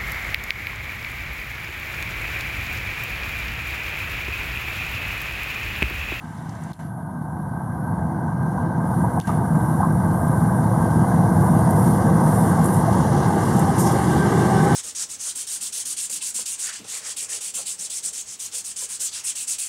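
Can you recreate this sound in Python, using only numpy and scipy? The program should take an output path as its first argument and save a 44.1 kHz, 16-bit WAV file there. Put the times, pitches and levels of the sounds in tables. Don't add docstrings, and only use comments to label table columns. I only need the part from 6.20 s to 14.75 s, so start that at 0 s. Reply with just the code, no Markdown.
import sys
import numpy as np
from scipy import signal
from scipy.fft import rfft, irfft, next_fast_len
from scipy.io import wavfile
from scipy.ndimage import uniform_filter1d, minimum_filter1d

SR = 44100
rng = np.random.default_rng(int(sys.argv[2]) if len(sys.argv) > 2 else 0)


def voltage_ratio(level):
    return 10 ** (np.asarray(level, float) / 20)


def generate_wav(signal):
    frames = np.transpose(np.atleast_2d(signal))
    scaled = np.clip(frames, -1, 1) * 32767
    pcm = np.round(scaled).astype(np.int16)
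    wavfile.write(sys.argv[1], SR, pcm)


N = 377055


def evened(x):
    return x / np.sqrt(np.mean(x ** 2) + 1e-20)


def curve(rows, t):
    rows = np.asarray(rows)
    return np.interp(t, rows[:, 0], rows[:, 1])


def level(rows):
    return voltage_ratio(curve(rows, np.arange(N) / SR))


def read(points, hz):
    f, db = np.transpose(points)
    return np.interp(np.log(hz + 1), np.log(f + 1), db, left=-90, right=-90)


def resonate(x, hz, width):
    pole = np.exp((2j * hz - width) * np.pi / SR)
    return 2 * signal.lfilter([1 - abs(pole)], [1, -pole], x).real


def shaped(x, gain):
    size = next_fast_len(len(x))
    hz = np.fft.rfftfreq(size, 1 / SR) + 1e-3
    return irfft(rfft(x, size) * gain(hz), size)[:len(x)]


def notched(x, dips):
    return shaped(x, lambda hz: voltage_ratio(-sum(db / (1 + ((hz - f) / w) ** 2) for f, w, db in dips)))


def band(hz, share):
    return evened(shaped(rng.standard_normal(N), lambda f: np.exp(-(np.log(f / hz) / share) ** 2)))


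def add(mix, s, sound):
    part = mix[round(s * SR):][:len(sound)]
    part += sound[:len(part)]


def bursts(rows, rise_s, fall_s, share):
    lead_s = .01
    out = np.zeros(N)
    t = np.maximum(np.arange(4096) / SR - lead_s, 0)
    shape = (1 - np.exp(-t / rise_s)) * np.exp(-t / fall_s)
    for s, db, hz in rows:
        puff = rng.standard_normal(len(t)) * shape
        ring = shaped(puff, lambda f: np.exp(-(np.log(f / hz) / share) ** 2))
        add(out, s - lead_s, voltage_ratio(db) * ring / abs(ring).max())
    return out


# time in seconds, nearness [0-1].
NEARNESS = [(0, 0), (2.4, 0.28), (4, 0.33), (6.5, 0.64), (7.2, 0.78), (7.9, 0.91), (8.55, 1)]


def noise(spectra, size, patchy_db, flicker_db):
    hop = size // 4
    frames, hz = N // hop + 5, np.fft.rfftfreq(size, 1 / SR)
    real, imaginary, patches = rng.standard_normal((frames, len(hz), 3)).T
    patches = uniform_filter1d(patches, size=3, axis=0)
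    patches = evened(uniform_filter1d(patches, size=2600 // hop, axis=1))
    flicker = evened(uniform_filter1d(rng.standard_normal(frames), size=1 + 500 // hop))
    step = 2 * np.clip(curve(NEARNESS, np.arange(frames) * hop / SR), 0, 1)
    shares = [np.maximum(1 - abs(step - k), 0) for k in range(len(spectra))]
    colour = voltage_ratio(sum(read(s, hz)[:, None] * share for s, share in zip(spectra, shares)))
    colour /= np.linalg.norm(colour, axis=0)
    z = (real + 1j * imaginary) * colour * voltage_ratio(patchy_db * patches + flicker_db * flicker)
    return evened(signal.istft(z, nperseg=size, noverlap=size - hop)[1][:N])


def rings(modes):
    nearness = curve(NEARNESS, np.arange(N) / SR) ** 2
    out = np.zeros(N)
    for hz, width, far_db, near_db in modes:
        ring = resonate(resonate(rng.standard_normal(N), hz, width), hz, width)
        out += voltage_ratio(far_db + (near_db - far_db) * nearness) * evened(ring)
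    return out


# time in seconds, level in dB.
TRAIN_LOUDNESS = [(0, -35), (.3, -33), (.6, -32), (.9, -30.5), (1.5, -26), (1.8, -23), (2.1, -23),
                  (2.7, -20.5), (3.3, -19), (3.9, -18.5), (4.8, -16.5), (6, -15), (6.6, -17), (7.2, -17.5),
                  (8.55, -16.5)]


def follows(midway_db, share, db_per_s):
    t = np.arange(N) / SR
    midway_s, train_midway_db = 4.0, -18.5
    return midway_db + share * (curve(TRAIN_LOUDNESS, t) - train_midway_db) + db_per_s * (t - midway_s)


def throb_db():
    from_s, until_s, shaded_db = 6.42, 7.6, 10.5
    return -shaded_db * np.clip((np.arange(N) / SR - from_s) / (until_s - from_s), 0, 1)


# place in the engine cycle [0-1], blow in dB.
CYLINDER_BLOWS = [(0.0155, -9.3), (0.1314, -7.8), (0.2235, -2.0), (0.2953, -4.0), (0.4081, -5.9),
                  (0.4656, -8.4), (0.5697, 0.0), (0.6519, -8.7), (0.7203, -9.0), (0.8145, -5.8),
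                  (0.8707, -4.9), (0.958, -4.2)]
# frequency in Hz, width in Hz, signed share.
PIPE_MODES = [(113.5, 23.0, 0.178), (148.3, 13.8, 0.411), (165.0, 71.8, -0.263), (236.7, 12.0, -0.197),
              (351.5, 14.0, -0.089), (325, 50, 0.2)]
# frequency in Hz, width in Hz, depth in dB.
SILENCER_DIPS = [(263, 6.6, 7), (299, 10.4, 15)]


def exhaust():
    cycle_hz, uneven_db = 5.5125, .9
    low_hz, high_hz = 56, 240
    place, db = np.transpose(CYLINDER_BLOWS)
    s = (np.arange(int(N / SR * cycle_hz))[:, None] + place) / cycle_hz
    s = s - (.4 - .1 * (s - 4.0) ** 2) / 1000
    blows = np.zeros(N)
    blows[np.round(s * SR).astype(int)] = voltage_ratio(db + uneven_db * rng.standard_normal(s.shape))
    pipe = sum(share * resonate(blows, hz, width) for hz, width, share in PIPE_MODES)
    pipe = shaped(pipe, lambda hz: 1 / (1 + (low_hz / hz) ** 4) / (1 + (hz / high_hz) ** 4))
    return evened(notched(pipe, SILENCER_DIPS)) * voltage_ratio(throb_db())


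# frequency in Hz, density in dB per Hz.
RUMBLE_SPECTRA = [
    [(15, -77.7), (25, -52.7), (45, -53), (65, -10), (100, 0), (150, 1.5), (200, -11.5), (260, -8),
     (340, -14), (400, -21.5), (440, -40)],
    [(15, -72.9), (25, -47.9), (45, -54), (65, -11), (100, 0), (150, 0.0), (200, 0.5), (260, -16),
     (340, -7), (400, -22), (440, -48)],
    [(15, -54.3), (25, -32), (45, -40), (65, -16), (100, -2.5), (150, 3), (200, -0.5), (260, -8.5),
     (340, -6), (400, -5.5), (440, -24)],
]


def bass():
    throb_share_db = -2.6
    throb = voltage_ratio(throb_share_db) * exhaust()
    left = np.sqrt(np.clip(1 - voltage_ratio(2 * (throb_db() + throb_share_db)), .2, 1))
    rumble = left * noise(RUMBLE_SPECTRA, size=4096, patchy_db=0.45, flicker_db=0.4)
    return level(TRAIN_LOUDNESS) * (throb + rumble)


# frequency in Hz, density in dB per Hz.
ROAR_SPECTRA = [
    [(420, -15), (500, -10), (582, -11), (690, -1), (800, -4.5), (900, 1.5), (1150, -10), (1260, -10.5),
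     (1380, -12.5), (1560, -4), (1740, -28), (2100, -33.5), (2300, -46.5), (2440, -40)],
    [(420, -3.5), (500, 1.5), (582, -5), (690, 0.7), (800, -2), (900, 1), (1150, -7.5), (1260, -10.5),
     (1380, -11), (1560, -10.5), (1740, -22), (2100, -25), (2300, -40.5), (2440, -39)],
    [(420, 0), (500, -5.5), (582, -5), (690, -7), (800, 0), (900, -5), (1150, -5), (1260, -9), (1380, -14),
     (1560, -9), (1740, -14.5), (2100, -19), (2300, -25), (2440, -16)],
]
# frequency in Hz, width in Hz, far level in dB, near level in dB.
RAIL_RINGS = [(793, 18, -43, -15), (1580, 16, -16, -40), (378.7, 16, -34, -18)]


def roar():
    rolling = noise(ROAR_SPECTRA, size=1024, patchy_db=0.85, flicker_db=0.92)
    return voltage_ratio(follows(midway_db=-27, share=0.82, db_per_s=0.51)) * (rolling + rings(RAIL_RINGS))


# start in seconds, end in seconds, air at start in dB, air at end in dB.
FILTER_OPENINGS = [
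    (0, 0.603, -51.5, -48.5),
    (2.993, 3.062, -47, -36),
]


def opened():
    closing_db_per_s = 140
    t = np.arange(N) / SR
    gain = np.zeros(N)
    for start, end, first_db, last_db in FILTER_OPENINGS:
        air_db = np.interp(t, [start, end], [first_db, last_db])
        gain += (t >= start) * voltage_ratio(air_db - closing_db_per_s * np.maximum(t - end, 0))
    return gain


# frequency in Hz, density in dB per Hz.
DULL_SPECTRA = [
    [(2420, -34.8), (2460, -17), (2800, -2), (3600, -0.5), (4200, -3), (5300, -4), (5900, -0.5), (6500, -2),
     (7000, -7), (7100, -27.0)],
    [(2420, -33.3), (2460, -5), (2800, -5.5), (3600, -5.5), (4200, -6), (5300, -3.5), (5900, 1), (6500, -3),
     (7000, 0.5), (7100, -26)],
    [(2420, -26.9), (2460, -11), (2800, -0.3), (3600, -3), (4200, -5.5), (5300, -3.8), (5900, -2),
     (6500, -4), (7000, -1.5), (7100, -26.0)],
]
# frequency in Hz, density in dB per Hz.
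BRIGHT_SPECTRA = [
    [(6950, -37.3), (7050, -14), (7600, -9.5), (8500, -12), (9600, -0.2), (10400, -1), (11400, -6),
     (12300, -11), (13500, -12), (14800, -14), (15300, -46)],
    [(6950, -38), (7050, -13.5), (7600, -9.5), (8500, -7), (9600, 0), (10400, -1.3), (11400, -7),
     (12300, -11), (13500, -15), (14800, -20), (15300, -45.3)],
    [(6950, -27.7), (7050, -5), (7600, 0.5), (8500, -0.5), (9600, -2), (10400, -3), (11400, -7.5),
     (12300, -12), (13500, -16), (14800, -25.2), (15300, -48)],
]
# frequency in Hz, width in Hz, far level in dB, near level in dB.
SINGING_RAILS = [(12385, 30, -23, -31), (12071, 30, -24, -30), (12715, 30, -19, -31), (7050, 15, -32, -30),
                 (5860, 30, -40, -28)]
# centre in seconds, half length in seconds, bright in dB, dull in dB.
AIR_GUSTS = [(1.62, .15, 0.5, -.6), (2.35, 0.13, 1.5, 1.5), (2.76, .06, 1.5, 3.5), (3.493, 0.14, 2.5, 0.5),
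             (4.148, 0.23, 2, -1.2), (4.66, 0.1, 1, 0.5), (5.3, 0.18, 2.5, 0), (5.644, 0.12, 5.5, 1),
             (6.19, 0.14, 5, 0.2), (6.513, 0.1, 5, -0.2), (6.797, 0.071, -0.5, 2.5),
             (7.006, 0.056, -1.5, 2.5), (7.306, .12, 2, 1.5), (7.85, .15, 1.5, 0.7)]


def hiss():
    leak_s, leak_rise_s, leak_db = 2.59, 0.1, 6.5
    t = np.arange(N) / SR
    bright_db, dull_db = sum(np.outer(db, np.exp(-((t - s) / half) ** 4)) for s, half, *db in AIR_GUSTS)
    sharper = voltage_ratio(.6 * bright_db - 1.0) - 1
    bright_db = bright_db - leak_db * np.clip((leak_s + leak_rise_s - t) / leak_rise_s, 0, 1)
    dull_db = dull_db + follows(midway_db=-57, share=0.3, db_per_s=3.58)
    bright_db = bright_db + follows(midway_db=-45.5, share=0.47, db_per_s=1.2)
    dull = np.hypot(voltage_ratio(dull_db), voltage_ratio(-10) * opened())
    bright = np.hypot(voltage_ratio(bright_db), voltage_ratio(-13.5) * opened())
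    dull = dull * noise(DULL_SPECTRA, size=512, patchy_db=1.5, flicker_db=1.1)
    jet = noise(BRIGHT_SPECTRA, size=512, patchy_db=2.0, flicker_db=0.97)
    jet = jet + sharper * shaped(jet, lambda hz: 1 / (1 + (11900 / hz) ** 24))
    return dull + bright * (jet + rings(SINGING_RAILS))


# time in seconds, whirr in dB.
LENS_MOTOR = [
    (.5, -90),
    (.6, -59),
    (.9, -64),
    (1.5, -61),
    (1.72, -55),
    (1.735, -90),
]


def camera():
    air = opened() * (band(1350, 0.56) + voltage_ratio(-12.5) * band(7700, .12))
    motor = level(LENS_MOTOR) * band(11000, 0.065)
    tone = voltage_ratio(-95) * np.sqrt(2) * np.sin(2 * np.pi * 11798 * np.arange(N) / SR)
    return air + motor + tone + voltage_ratio(-68) * band(9100, 0.093)


# start in seconds,
# peak in dB, pitch in Hz.
BRIGHT_SPITS = [(0.1744, -44.5, 6100), (0.2917, -37.5, 6040), (0.3511, -43, 5590), (0.4359, -36, 7550),
                (0.5312, -42, 4090), (3.0104, -32, 3500), (5.507, -20.5, 10100), (6.4417, -21, 9500),
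                (6.4576, -15, 9300), (6.5435, -23, 9450), (6.7486, -32, 9690), (7.3644, -23, 9560),
                (7.3925, -20, 9300), (7.7199, -23, 10000), (0.5315, -39, 11000)]


def spits():
    return voltage_ratio(-1.5) * bursts(BRIGHT_SPITS, rise_s=0.00065, fall_s=0.0041, share=0.34)


# start in seconds, peak in dB, pitch in Hz.
JOINT_KNOCKS = [(2.381, -21, 883), (2.84, -12.5, 800), (2.972, -12.5, 735), (3.091, -13.5, 1040),
                (3.603, -10, 790), (3.63, -9.5, 1020), (5.573, -19, 888), (6.395, -13.5, 790),
                (6.679, -12, 700)]


def knocks():
    return voltage_ratio(-2.2) * bursts(JOINT_KNOCKS, rise_s=0.0027, fall_s=0.0098, share=0.24)


# centre in seconds, half length in seconds, pitch in Hz, level in dB.
BOGIE_TONES = [(7.0, .1, 799, -30), (7.17, .05, 800, -27), (7.37, .04, 798, -27), (7.5, .03, 792, -26),
               (7.67, .025, 791, -22), (7.8, .045, 790, -24), (7.94, .04, 797, -29), (8.35, .08, 768, -28),
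               (8.5, .05, 800, -29), (7.93, .04, 1572, -36), (8.03, .05, 1575, -29), (8.22, .09, 1577, -35),
               (8.385, .035, 1532, -29), (8.52, .05, 1538, -33), (7.65, .04, 336, -27),
               (7.9, .05, 300, -25), (8.06, .05, 345, -26), (8.14, .05, 391, -26), (8.23, .04, 355, -25),
               (8.45, .09, 386, -25), (8.195, .035, 3570, -50), (3.053, .013, 1590, -25)]


def whine():
    waver_hz, width_hz = 3.07, 25
    t = np.arange(N) / SR
    waver = signal.lfilter([1], [1, -np.exp(-np.pi * width_hz / SR)], rng.standard_normal(N))
    drift = np.cumsum(waver_hz * evened(waver)) / SR
    out = np.zeros(N)
    for s, half, hz, db in BOGIE_TONES:
        swell = voltage_ratio(db) * np.exp(-((t - s) / half) ** 2)
        out += swell * np.sqrt(2) * np.sin(2 * np.pi * (hz * (t - s) + drift))
    return out


# time in seconds, level in dB.
VALVE_VENT = [(7.576, -62), (7.581, -36), (7.6, -25.5), (7.625, -32.5), (7.648, -38), (7.67, -32),
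              (7.7, -39), (7.74, -43), (7.8, -60)]


def vent():
    t = np.arange(N) / SR
    lower = np.clip((t - VALVE_VENT[1][0]) / 0.074, .3, 1.1)
    jet = band(8900, 0.38) + 0.6 * lower * band(5800, 0.18)
    return level(VALVE_VENT) * jet * (t > VALVE_VENT[0][0]) * (t < VALVE_VENT[-1][0])


def scene():
    train = bass() + roar() + hiss()
    return (train + camera() + spits() + knocks() + whine() + vent())[None]


def limited(x):
    top = .5
    room = minimum_filter1d(top / np.maximum(abs(x), top), size=241)
    return x * uniform_filter1d(uniform_filter1d(room, size=121), size=121)


# frequency in Hz, width in Hz, depth in dB.
HOUSING_DIPS = [(582, 14.6, 6), (1387, 36.4, 12), (2456, 91, 12), (7870, 74, 17)]


def microphone(x):
    x = notched(x, HOUSING_DIPS)
    return shaped(x, lambda hz: 1 / np.sqrt(1 + (48 / hz) ** 6) / np.sqrt(1 + (hz / 15050) ** 120))


# start in seconds, end in seconds, depth in dB, click at start in dB, click
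# at end in dB.
RECORDER_DUCKS = [
    (.5225, .5915, 14, -52, -50),
    (3.0012, 3.0708, 14, -13, -30),
]


def ducked(x):
    muted_s, eased_s = 0.0099, 0.036
    t = np.arange(N) / SR
    duck_db, clicks, eased = np.zeros(N), np.zeros(N), np.zeros(N)
    click = np.array([4., -4.])
    for start, end, depth_db, *click_db in RECORDER_DUCKS:
        duck_db += depth_db * (t > start) * (t < end)
        eased += (t > start + muted_s) * np.exp(-abs(t - start) / eased_s)
        for s, db in zip((start, end), click_db):
            add(clicks, s, voltage_ratio(db) * click)
    clicks = shaped(clicks, lambda hz: 3000 / hz * np.exp(-(np.log(hz / 5000) / 1.0) ** 4))
    middle = shaped(x, lambda hz: np.exp(-(np.log(hz / 4200) / 0.57) ** 4))
    high = shaped(x - middle, lambda hz: hz > 5000)
    low = shaped(x, lambda hz: 1 / (1 + (hz / 260) ** 4))
    rest = (x - middle - high - low) * voltage_ratio(-.9 * duck_db)
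    low = low * voltage_ratio(-.82 * uniform_filter1d(duck_db, size=200))
    middle = middle * voltage_ratio((1.5 * eased - 1.14) * duck_db)
    high = high * voltage_ratio((.5 * eased - 0.6) * duck_db)
    return rest + low + middle + high + clicks


def top_cut(x):
    return signal.sosfilt(signal.butter(12, 14910, fs=SR, output="sos"), x)


def record(dry):
    mix = ducked(microphone(limited(dry[0])))[None]
    return top_cut(mix)


dry = scene()
out = record(dry)
generate_wav(out)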